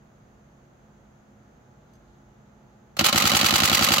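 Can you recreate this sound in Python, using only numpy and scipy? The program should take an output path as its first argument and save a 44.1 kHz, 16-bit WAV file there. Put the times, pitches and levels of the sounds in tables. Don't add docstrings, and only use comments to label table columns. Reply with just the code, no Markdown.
import sys
import numpy as np
from scipy import signal
from scipy.fft import rfft, irfft
from scipy.io import wavfile
from scipy.ndimage import uniform_filter1d

SR = 44100
rng = np.random.default_rng(int(sys.argv[2]) if len(sys.argv) > 2 else 0)


def generate_wav(sig):
    pcm = np.round(np.clip(np.atleast_2d(sig).T, -1, 1) * 32767).astype(np.int16)
    wavfile.write(sys.argv[1], SR, pcm)


N = 176400
EVENT_SAMPLES = 8192
FIRST_OPEN_S, FIRST_CLOSE_S = 2.9918, 3.0435
BURST_START_S, FRAME_S, OPEN_TO_CLOSE_S = 3.1268, .09502, .0318

# (frequency [Hz], density [dB])
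AIR_SPECTRUM = [(20, -12), (36, -17), (48, 1), (62, -4), (100, -5), (135, 1), (185, -8), (245, -4.5),
                (290, -13), (700, -12), (1000, -18.5), (1400, -18), (2400, -29.5), (5500, -39),
                (6400, -29.5), (7300, -35), (8700, -57.5), (10000, -46), (15000, -46.5)]
# (frequency [Hz], left-right correlation [-1..1])
AIR_CORRELATION = [(60, 0.98), (180, 0.96), (550, 0.34), (1650, -0.12), (4970, 0.21), (15000, 0.1)]
HUM_LINES_HZ = [209.9, 349.9, 845.2]
# (start level [dB], end level [dB])
HUM_LEVELS_DB = [(-64, -62), (-70, -72.5), (-82, -67)]
# (peak time [s], level [dB], 1/e half-width [s])
RUSTLE_SWELLS = [(1.9, -79, .05), (2.1, -78, .12), (2.48, -79, .025), (2.73, -78, .045)]
# (frequency [Hz], density [dB])
RUSTLE_SPECTRUM = [(1500, -12), (4000, 2), (7000, -14), (12000, -20)]
# (frequency [Hz], left-right correlation [-1..1])
CAMERA_CORRELATION = [(130, 0.98), (330, -0.13), (600, 0.89), (1200, -0.038), (3000, -0.021),
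                      (12000, 0.011)]
# (frequency [Hz], density [dB])
BODY_SPECTRUM = [(38, -43), (80, -5.5), (140, -6), (300, -6), (440, -9.5), (600, -4.5), (720, -5),
                 (950, -6.5), (1300, -2), (1600, -3.5), (2100, -1), (2900, 0), (3550, -2), (4400, 0),
                 (5200, -6.5), (7200, -6), (9300, -16.5), (12500, -10.5), (15500, -16)]
# (frequency [Hz], boost [dB], width [Hz])
HOUSING_MODES = [(567, 5.5, 58), (786, 6, 28), (842, 5.5, 25), (1072, 7.5, 38), (1222, 5, 49),
                 (1334, 7, 24), (1405, 3.5, 16), (2920, 4.5, 66), (3920, 5.5, 29), (4700, 5, 50),
                 (5810, 4.5, 99), (7060, 3, 83)]
# (frequency [Hz], share [0..1])
REPEAT_SHARE = [(300, 0.96), (700, 0.92), (1300, 0.85), (3500, .65), (7000, 0.42), (13000, .15)]
# (frequency [Hz], left over right [dB])
RATTLE_PAN = [(200, 1.5), (380, -8.5), (700, -0.5), (1200, -7), (2400, -2), (4000, -1.8), (5800, -1.5),
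              (7700, 3.5), (11000, -.5)]
# (frequency [Hz], relative level [dB])
TAIL_SPECTRUM = [(200, -20), (700, -13.5), (1500, -15), (4000, -15.5), (12000, -21)]
# (time [s], level [dB], decay [s], bass [dB], treble [dB])
SINGLE_CLICKS = [(1.934, -65, .006, -10, 9), (1.952, -67, .01, -8, 5), (2.9672, -32, 0.0074, 10.5, 3)]
# (time [s], pitch [Hz], level [dB], swell [s])
CLICK_PINGS = [(1.934, 6255, -66, .004), (1.934, 4780, -73, .007), (1.949, 6255, -66, 0.0055),
               (2.968, 4200, -43, 0.0047)]
# (name, stroke, delay [s], level [dB], decay [s], bass [dB], treble [dB])
FRAME_CONTACTS = [ ("mirror unlatches", "open", -0.0037, -33.5, .004, 0, 1),
                  ("mirror lifts", "open", 0.0, -12.5, 0.0047, -1.7, -1.3),
                  ("lever rebounds", "open", .007, -21, 0.0088, 0, -5.5),
                  ("mirror lands", "open", .0178, -18.5, 0.0059, 0.89, -1.5),
                  ("shutter unlatches", "close", -.003, -23.5, 0.0045, 0, 0),
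                  ("shutter runs", "close", .0003, -13.5, 0.0046, -2, -0.45),
                  ("shutter bounces", "close", .008, -19.5, 0.0043, 0, 5.3),
                  ("gears turn", "close", .0125, -22.5, 0.0087, -1.2, 0.5),
                  ("mirror drops", "close", .0182, -12, 0.0035, 0, 1.8),
                  ("mirror bounces", "close", .0222, -16, 0.0055, -1.8, 6),
                  ("cam turns", "close", .033, -24, 0.013, 0, -2),
                  ("shutter cocks", "close", .0418, -17, 0.0053, -0.44, 0),
                  ("pawl slips", "close", .0465, -22.5, 0.0036, 0, 2.6),
                  ("latch catches", "close", .0505, -18, 0.004, -0.7, -1.5)]
# (stroke, delay [s], pitch [Hz], level [dB], swell [s], left over right [dB])
FRAME_RINGS = [ ("open", -.0012, 580, -26.5, 0.0031, 0), ("open", 0.0, 3911, -22, 0.0016, 8.2),
               ("open", .0006, 3040, -28, 0.0015, -1), ("open", .0007, 2650, -27.5, 0.001, 8),
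               ("open", 0.0031, 221, -24.5, 0.0021, 1), ("open", .0172, 1400, -31, 0.0052, 1),
               ("open", 0.01746, 221.6, -20.5, 0.0034, 2.8), ("open", .0178, 772, -24, 0.0015, -6),
               ("open", .0197, 331, -29, 0.009, -9), ("open", 0.0214, 81, -31.5, 0.0053, 0),
               ("open", .0352, 157, -21.5, 0.002, 1), ("close", -0.000077, 1316, -23, 0.0021, -14.5),
               ("close", 0.0, 3323, -25, 0.0019, -17.5), ("close", -.0005, 2941, -28.5, 0.0041, -13),
               ("close", 0.0, 4735, -27.5, 0.0032, 0), ("close", .0176, 4700, -26, .0018, -2),
               ("close", .0183, 816, -26, 0.0022, 0), ("close", .051, 1234, -27, 0.0039, -13.5),
               ("close", .0421, 2010, -25, 0.0018, -10.5), ("close", .0475, 221, -28.5, 0.0039, 1),
               ("close", .0507, 1075, -33.5, 0.007, -15)]


def from_db(db):
    return 10 ** (np.asarray(db) / 20)


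def rms_one(x):
    return x / np.sqrt(np.mean(x ** 2) + 1e-20)


def at_bins(points, size):
    hz, value = np.transpose(points)
    return np.interp(np.log(np.fft.rfftfreq(size, 1 / SR) + 1), np.log(hz), value)


def pan(db):
    return from_db(np.array([[.5], [-.5]]) * db)


def highpass(x, hz):
    return signal.sosfilt(signal.butter(2, hz, "high", fs=SR, output="sos"), x)


def minimum_phase(gain):
    cepstrum = irfft(np.log(gain + 1e-12))
    size = cepstrum.shape[-1]
    fold = 1 + np.sign(size / 2 - np.arange(size)) - (np.arange(size) == 0)
    return np.exp(rfft(cepstrum * fold))


def stereo_noise(correlation, count, size):
    alike = np.clip(at_bins(correlation, size), -.99, .99)
    mid, side = rfft(rng.standard_normal((2, count, 1, size)))
    return (np.sqrt(1 + alike) * mid + np.sqrt(1 - alike) * side * [[1], [-1]]) / np.sqrt(2)


def drift(hz):
    knots = rng.standard_normal(int(N / SR * 100))
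    return np.interp(np.arange(N) / SR * hz, np.arange(len(knots)), knots)


def add(out, time_s, sound):
    start = int(time_s * SR)
    if start < N:
        out[:, start:start + sound.shape[-1]] += sound[..., :N - start]


def ventilation(air_db=-55, hiss_db=-87, hiss_hz=6380, half_width_hz=120):
    air_noise, hiss_noise = stereo_noise(AIR_CORRELATION, count=2, size=N)
    air = rms_one(irfft(air_noise * from_db(at_bins(AIR_SPECTRUM, N))))
    detuning = (np.fft.rfftfreq(N, 1 / SR) - hiss_hz) / half_width_hz
    hiss = rms_one(irfft(hiss_noise / (1 + detuning ** 2)))
    return from_db(air_db) * air + from_db(hiss_db) * hiss


def hum(waver=.28, waver_hz=5.85):
    t, out = np.arange(N) / SR, np.zeros(N)
    for hz, (start_db, end_db) in zip(HUM_LINES_HZ, HUM_LEVELS_DB):
        amplitude = 1 + waver * drift(waver_hz)
        phase_rad = 2 * np.pi * hz * t + waver * drift(waver_hz)
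        out += from_db(np.linspace(start_db, end_db, N)) * rms_one(amplitude * np.sin(phase_rad))
    return out


def rustles():
    t = np.arange(N) / SR
    swells = sum(from_db(level_db) * np.exp(-((t - peak_s) / half_width_s) ** 2)
                 for peak_s, level_db, half_width_s in RUSTLE_SWELLS)
    noise = stereo_noise(CAMERA_CORRELATION, count=1, size=N)[0]
    return swells * rms_one(irfft(noise * from_db(at_bins(RUSTLE_SPECTRUM, N))))


def body_response(bass_db, treble_db):
    bins_hz = np.fft.rfftfreq(EVENT_SAMPLES, 1 / SR)
    housing = 1 + sum((from_db(boost_db) - 1) / (1 + 2j * (bins_hz - hz) / width_hz)
                      for hz, boost_db, width_hz in HOUSING_MODES)
    body = rms_one(from_db(at_bins(BODY_SPECTRUM, EVENT_SAMPLES)) * np.abs(housing))
    tilt_db = at_bins([(590, bass_db), (3020, 0), (9300, treble_db)], EVENT_SAMPLES)
    return body * from_db(tilt_db) * pan(at_bins(RATTLE_PAN, EVENT_SAMPLES))


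def rattles(level_db, decay_s, bass_db, treble_db, count, attack_s, hold_s=.0012, room_t60_s=.24):
    t = np.arange(EVENT_SAMPLES) / SR
    noise = stereo_noise(CAMERA_CORRELATION, count + 1, EVENT_SAMPLES)
    share = at_bins(REPEAT_SHARE, EVENT_SAMPLES)
    modes = np.sqrt(share) * noise[0] + np.sqrt(1 - share) * noise[1:]
    envelope = (1 - np.exp(-t / attack_s)) * np.exp(-np.maximum(t - hold_s, 0) / decay_s)
    direct = rfft(irfft(modes) * envelope)
    power = uniform_filter1d(np.mean(np.abs(direct) ** 2, axis=0), size=90) / np.sum(envelope ** 2)
    direct *= minimum_phase(power ** -.5)
    tail_noise = irfft(modes * from_db(at_bins(TAIL_SPECTRUM, EVENT_SAMPLES)))[..., ::-1]
    tail = tail_noise * (1 - np.exp(-t / decay_s)) * from_db(-60 * t / room_t60_s)
    gain = from_db(level_db) * body_response(bass_db, treble_db)
    return irfft((direct + rfft(tail)) * minimum_phase(gain))


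def ring(hz, level_db, swell_s):
    t = np.arange(EVENT_SAMPLES) / SR
    envelope = t / swell_s * np.exp(1 - t / swell_s)
    return from_db(level_db) * envelope * np.sin(2 * np.pi * hz * t)


def clicks():
    out = np.zeros((2, N))
    for time_s, level_db, decay_s, bass_db, treble_db in SINGLE_CLICKS:
        add(out, time_s, rattles(level_db, decay_s, bass_db, treble_db, count=1, attack_s=.00086)[0])
    for time_s, hz, level_db, swell_s in CLICK_PINGS:
        add(out, time_s, ring(hz, level_db, swell_s))
    return out


def stroke_times_s(stroke):
    run_s = BURST_START_S + FRAME_S * np.arange(int((N / SR - BURST_START_S) / FRAME_S) + 1)
    if stroke == "open":
        return np.r_[FIRST_OPEN_S, run_s]
    return np.r_[FIRST_CLOSE_S, run_s + OPEN_TO_CLOSE_S]


def clatter(first_frame_db=1.8, spread_db=.8, jitter_s=.00005):
    out = np.zeros((2, N))
    for _, stroke, delay_s, level_db, decay_s, bass_db, treble_db in FRAME_CONTACTS:
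        times_s = stroke_times_s(stroke)
        hits = rattles(level_db, decay_s, bass_db, treble_db, count=len(times_s), attack_s=.00018)
        for time_s, hit in zip(times_s, hits):
            force_db = first_frame_db * (time_s < BURST_START_S) + spread_db * rng.normal()
            add(out, time_s + delay_s + jitter_s * rng.normal(), hit * from_db(force_db))
    return out


def rings_and_thumps(spread_db=1.0, jitter_s=.00018):
    out = np.zeros((2, N))
    for stroke, delay_s, hz, level_db, swell_s, pan_db in FRAME_RINGS:
        sound = pan(pan_db) * ring(hz, level_db, swell_s)
        for time_s in stroke_times_s(stroke):
            onset_s = time_s + delay_s + jitter_s * rng.normal()
            add(out, onset_s, sound * from_db(spread_db * rng.normal()))
    return highpass(out, hz=56)


def scene():
    camera = rings_and_thumps() + clatter() + clicks() + rustles()
    return camera + (ventilation() + hum()) * pan(db=-1.2)


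def record(dry, low_cut_hz=30, stopband_hz=16600, ceiling=1.5):
    rounded = ceiling * np.tanh(highpass(dry, low_cut_hz) / ceiling)
    return signal.sosfilt(signal.cheby2(16, 70, stopband_hz, fs=SR, output="sos"), rounded)


dry = scene()
out = record(dry)
generate_wav(out)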